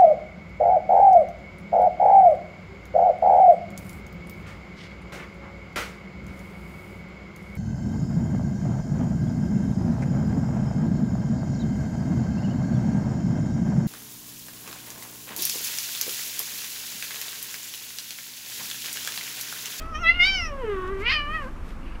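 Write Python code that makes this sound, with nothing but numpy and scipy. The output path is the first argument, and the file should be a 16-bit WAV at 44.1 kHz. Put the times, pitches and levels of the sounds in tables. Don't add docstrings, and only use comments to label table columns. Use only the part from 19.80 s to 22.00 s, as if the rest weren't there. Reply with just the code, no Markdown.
import sys
import numpy as np
from scipy import signal
from scipy.fft import rfft, irfft, next_fast_len
from scipy.io import wavfile
from scipy.ndimage import uniform_filter1d, map_coordinates

SR = 44100
rng = np.random.default_rng(int(sys.argv[2]) if len(sys.argv) > 2 else 0)


def to_wav(s):
    ch = np.atleast_2d(s).T
    pcm = np.round(np.clip(ch, -1, 1) * 32767)
    wavfile.write(sys.argv[1], SR, pcm.astype(np.int16))


N = 97020
TOP_HZ = 14000


def amp(db):
    return 10 ** (np.asarray(db) / 20)


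def unit(x):
    return x / np.sqrt(np.mean(x ** 2) + 1e-20)


def along(points, hz):
    f, v = np.transpose(points)
    return np.interp(np.log(hz + 1), np.log(f + 1), v)


def curve(rows, t):
    s, *cols = np.transpose(rows)
    return np.squeeze([np.interp(t, s, c) for c in cols])


def wobble(rate, t):
    return map_coordinates(rng.standard_normal(4096), [t * rate], mode="wrap")


def filtered(x, response):
    m = next_fast_len(N + 8192)
    freqs = np.fft.rfftfreq(m, 1 / SR)
    return irfft(rfft(x, m) * response(freqs), m)[:N]


def noise(spectrum):
    return unit(filtered(rng.standard_normal(N), lambda hz: amp(along(spectrum, hz))))


def cat(count=30):
    # t/s, f/Hz
    pitch_line = [(0, 627.4), (.05, 648), (.104, 667), (.15, 608.7), (.18, 632), (.203, 698), (.222, 707),
                  (.236, 662.4), (.264, 652.4), (.298, 681), (.34, 698), (.368, 713), (.413, 702.7),
                  (.44, 733.1), (.478, 776), (.545, 768), (.6, 706), (.662, 640.6), (.728, 562.5),
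                  (.804, 530), (.852, 447.2), (.894, 418.4), (.942, 391.7), (.984, 375.3), (1.04, 368.4),
                  (1.085, 373.2), (1.12, 397.6), (1.16, 383.4), (1.205, 391), (1.23, 428.1), (1.25, 458.1),
                  (1.278, 484), (1.306, 530), (1.334, 640.7), (1.35, 618.4), (1.382, 592.7), (1.458, 581),
                  (1.51, 611), (1.556, 644.3), (1.6, 598), (1.656, 504.5), (1.672, 510), (1.7, 603.5)]
    # t/s, amount/0-1
    roughness = [(0, .1), (.23, .04), (.29, .015), (.32, .02), (.345, .16), (.385, .06), (.415, .015),
                 (.455, .08), (.49, .035), (.56, .03), (.68, .05), (.85, .08), (.93, .15), (1.18, .13),
                 (1.26, .13), (1.295, .2), (1.315, .28), (1.328, .42), (1.345, .15), (1.45, .07),
                 (1.57, .07), (1.66, .2)]
    # t/s, drive/dB
    nasal_drive = [(0, -9.5), (.21, -9.5), (.25, 4), (.31, 0), (.35, -17), (.42, 2), (.55, 5), (.66, -12.5),
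                   (.73, 2), (.8, 0.5), (.87, -3), (1, -8), (1.2, -7), (1.26, -16), (1.31, -13),
                   (1.35, -6.5), (1.4, -14), (1.61, -12.5), (1.63, -3.5), (1.678, -9), (1.7, -60)]
    # f/Hz, level/dB
    nose_shape = [(300, -14), (380, -26), (440, -27), (530, -37), (600, -40.5), (680, -43), (790, -52.5),
                  (1000, -36.5), (2000, -100)]
    base_jitter, flutter_db, rasp_db = 0.004, 1.3, 4
    quiver_s, quiver_length_s, quiver_rate_hz, quiver_depth = 1.04, .16, 42, .018
    wander_rad_per_harmonic, wander_rate = .075, 70
    hop = 64

    t = np.arange(N) / SR
    hz, frames, z = signal.stft(rng.standard_normal(N), SR, nperseg=8 * hop, noverlap=7 * hop)
    rough = np.clip(curve(roughness, t), 0, 1)

    quiver_swell = np.exp(-((t - quiver_s) / quiver_length_s) ** 4)
    quiver = quiver_swell * np.sin(2 * np.pi * quiver_rate_hz * t + wobble(20, t))
    jitter = base_jitter * (.5 + 7 * rough) * wobble(170, t)
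    pitch = curve(pitch_line, t) * (1 + jitter + quiver_depth * quiver)
    phase = 2 * np.pi * np.cumsum(pitch) / SR

    f0 = curve(pitch_line, frames)
    harmonics = np.arange(1, count + 1)[:, None] * f0
    nose = amp(along(nose_shape, harmonics) + curve(nasal_drive, frames))
    gains = np.hypot(tract(harmonics, frames, harmonics), nose)
    shifts = uniform_filter1d(resonance_phase(gains), size=15, axis=1)
    shifts = shifts + [k * wander_rad_per_harmonic * wobble(wander_rate, frames) for k in range(count)]

    tone = np.zeros(N)
    audible = gains * (harmonics < TOP_HZ)
    for k, (gain, shift) in enumerate(zip(audible, shifts), 1):
        level = np.interp(t, frames, gain * amp(flutter_db * wobble(60.35, frames)))
        tone += level * np.cos(k * phase + np.interp(t, frames, shift))

    turbulence = z * tract(hz[:, None], frames, harmonics) * np.sqrt(SR / 2 / f0)
    rasp = signal.istft(turbulence, nperseg=8 * hop, noverlap=7 * hop)[1][:N]
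    pulses = unit(1 + .8 * np.cos(phase))
    voice = np.sqrt(2) * tone + amp(rasp_db) * rough * rasp * pulses
    return voice * np.clip((pitch_line[-1][0] - t) / .02 + 1, 0, 1)


def tract(hz, t, harmonics):
    # t/s, level/dB
    throat_level = [(0, -54), (.022, -43.5), (.11, -40.5), (.16, -31), (.21, -42.5), (.24, -27),
                    (.275, -31.5), (.35, -43.5), (.42, -32), (.52, -40), (.66, -39), (.8, -50), (.87, -45),
                    (.93, -38.5), (1.05, -36.5), (1.17, -44), (1.24, -40.5), (1.3, -35), (1.45, -34),
                    (1.56, -32), (1.66, -44.5), (1.685, -44), (1.71, -78)]
    # t/s, level/dB
    mouth_level = [(0, -49), (.13, -63), (.155, -34.5), (.2, -51), (.23, -37), (.252, -26.5), (.268, -17.5),
                   (.283, -15.5), (.298, -16.5), (.313, -20), (.335, -33.5), (.388, -33.5), (.402, -16),
                   (.43, -15), (.46, -23), (.55, -26), (.66, -34.5), (.7, -47.5), (.77, -58.5),
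                   (.83, -48.5), (.92, -44.5), (1, -49.5), (1.205, -48), (1.23, -34.5), (1.246, -37),
                   (1.265, -23), (1.355, -24), (1.4, -31), (1.45, -42.5), (1.5, -42), (1.555, -26.5),
                   (1.61, -42.5), (1.66, -61), (1.71, -56)]
    # t/s, level/dB, centre f/Hz, half-width/Hz
    treble = [(0, -71, 5300, 900), (.13, -65.5, 5460, 700), (.156, -44.5, 5730, 480),
              (.19, -58.5, 5720, 450), (.225, -50.5, 5980, 455), (.245, -39.5, 3840, 1000),
              (.285, -30.5, 3700, 850), (.34, -58, 4520, 800), (.385, -58, 4170, 1000),
              (.41, -32, 4000, 1000), (.435, -22.5, 3950, 1040), (.472, -23.5, 4200, 1000),
              (.51, -36.5, 4940, 1012), (.56, -34.5, 5160, 800), (.595, -38.5, 5370, 480),
              (.635, -38, 5480, 332), (.668, -41.5, 5540, 380), (.692, -54, 5560, 300),
              (.71, -89, 5400, 600), (.82, -91, 3600, 400), (.92, -61, 3436, 347.2), (1.07, -62, 3431, 350),
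              (1.2, -76, 3700, 600), (1.25, -54.5, 4270, 890), (1.305, -33, 4380, 850),
              (1.35, -35.5, 4832, 550), (1.39, -49, 4520, 551), (1.44, -62, 4598, 800),
              (1.51, -70, 4400, 800.6), (1.555, -55, 4410, 450.3), (1.62, -80, 4400, 900),
              (1.71, -87, 4400, 900)]
    # t/s, lift/dB, centre f/Hz
    sharp_focus = [(0, 4, 1950), (.16, -1.5, 1850), (.21, -5, 2100), (.25, 5.5, 2020), (.29, 9, 2020),
                   (.35, -4.5, 2050), (.42, 14, 2040), (.5, 4.5, 2270), (.56, 0, 2233), (.66, 3, 1990),
                   (1.05, 10, 1850), (1.23, 18.5, 2170), (1.28, -1, 2410), (1.31, 7, 2120),
                   (1.35, -3.5, 2008), (1.45, -5, 1870), (1.55, 9.5, 1900), (1.65, 16, 1907)]
    # t/s, f/Hz, depth/dB
    notch_path = [(0, 4400, -2), (.16, 4720, 0.5), (.245, 4500, 24), (.28, 4970, 26), (.32, 5400, 6),
                  (.375, 4384, 10), (.41, 4200, 10), (.437, 4320, 19), (.47, 4030, 7), (.51, 3700, 0),
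                  (.56, 3487, -4), (.63, 3400, 8), (.67, 3170, 9), (.8, 3300, -3), (1.25, 3503, 3),
                  (1.3, 3500, -4), (1.35, 3546, 3), (1.39, 3560, 23), (1.55, 3520, 28), (1.7, 3337, 6)]
    # f/Hz, level/dB
    throat_shape = [(400, -49), (750, -28), (900, -15.5), (1170, -3.5), (1500, -10.5), (1750, -12.5),
                    (2200, -42), (4000, -54.5)]
    mouth_shape = [(600, -56), (1400, -14.5), (1800, 3), (2350, 1), (2900, 3.5), (3150, 0.5), (3450, -19),
                   (4200, -21.5), (5000, -33), (6000, -32.5), (7600, -61), (9200, -49.5), (10700, -73),
                   (12000, -52), (14000, -53)]
    top_shape = [(3000, 1), (6200, -4), (7000, 2.5), (7700, -13), (8400, -1), (9200, 1), (10000, -1.5),
                 (10700, -29.5), (11500, -15), (12300, -2), (14000, -20.5)]
    focus_width_hz, notch_width_hz = 210, 188
    skirt_db = -35.5

    treble_db, centre, width = curve(treble, t)
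    lift_db, focus = curve(sharp_focus, t)

    def throat(f):
        return amp(along(throat_shape, f))

    def mouth(f):
        bump = np.exp(-((f - focus) / focus_width_hz) ** 2 / 2)
        return amp(along(mouth_shape, f) + lift_db * bump)

    def upper(f):
        peak = 1 / (1 + ((f - centre) / width) ** 4)
        return amp(along(top_shape, f)) * (peak + amp(skirt_db))

    parts = [(throat, curve(throat_level, t)), (mouth, curve(mouth_level, t)), (upper, treble_db)]
    power = sum((amp(db) * shape(hz)) ** 2 / np.sum(shape(harmonics) ** 2, axis=0) for shape, db in parts)
    notch_hz, depth_db = curve(notch_path, t)
    notch = amp(-depth_db * np.exp(-((hz - notch_hz) / notch_width_hz) ** 2 / 2))
    return notch * np.sqrt(power)


def resonance_phase(gains):
    log_gain = np.log(np.vstack([gains[:1], gains]) + 1e-4)
    mirrored = np.vstack([log_gain, log_gain[-2:0:-1]])
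    return -signal.hilbert(mirrored, axis=0).imag[1:len(log_gain)]


def bedding():
    # centre t/s, length (sigma)/s, level/dB
    rustles = [(0, .05, -49), (.9, 0.28, -57), (1.21, 0.017, -50), (1.6, 0.1, -54), (1.89, .04, -53)]
    scuffs = [(2.065, 0.027, -53), (2.12, 0.016, -57), (2.155, 0.0055, -50)]
    # f/Hz, level/dB
    cloth = [(300, 11.5), (1200, 2.5), (2500, 5.5), (4000, -3), (7000, -9), (11000, -13), (14000, -14)]
    scuff_shape = [(300, -6), (1200, 2), (2900, 10), (3600, -13), (4500, -3), (7000, -46), (14000, -38)]
    tick_shape = [(500, -21), (3000, 5), (6000, -7), (14000, -21.5)]
    tick_s, tick_db, tick_decay_s = 1.0775, -44, .002
    grain_db, grain_rate = 2.2, 250
    t = np.arange(N) / SR

    def swells(rows):
        return sum(amp(db) * np.exp(-((t - s) / length) ** 2 / 2) for s, length, db in rows)

    rubbing = swells(rustles) * noise(cloth) + swells(scuffs) * noise(scuff_shape)
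    tick_decay = (t > tick_s) * np.exp(-abs(t - tick_s) / tick_decay_s)
    tick = amp(tick_db) * tick_decay * noise(tick_shape)
    return rubbing * amp(grain_db * wobble(grain_rate, t)) + tick


def hum():
    # f/Hz, rms level/dB
    hum_lines = [(21.5, -35.5), (43, -47), (161, -56.5), (242, -58)]
    # f/Hz, level per Hz/dB
    air_shape = [(10, -15), (30, 4), (75, 2.5), (125, -12.5), (220, -8.5), (320, -11.5), (420, -18),
                 (800, -21), (1200, -18), (1600, -24.5), (2500, -30.5), (4000, -40.5), (7000, -45),
                 (14000, -52.5)]
    air_db = -37.5
    t = np.arange(N) / SR
    lines = np.zeros(N)
    for hz, db in hum_lines:
        cycles = hz * t + rng.random()
        lines += amp(db) * np.sin(2 * np.pi * cycles + 0.2 * wobble(7.45, t))
    return np.sqrt(2) * lines + amp(air_db) * noise(air_shape)


def room(x, count=8):
    t60_s, tail_db, walls_db = .15, -12.5, -11.5
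    t = np.arange(SR // 3) / SR
    tail = rng.standard_normal(len(t)) * amp(-60 * t / t60_s) * (1 - np.exp(-t / 0.0084))
    delays = (rng.uniform(0.0021, .018, count) * SR).astype(int)
    walls = np.bincount(delays, rng.choice([-1, 1], count), len(t))
    answer = amp(tail_db) * tail / np.linalg.norm(tail) + amp(walls_db) * walls / np.sqrt(count)
    return x + signal.fftconvolve(x, answer)[:N]


def scene():
    return (room(cat() + bedding()) + hum())[None]


def record(dry):
    return np.array([filtered(ch, lambda hz: hz < TOP_HZ) for ch in dry])


dry = scene()
out = record(dry)
to_wav(out)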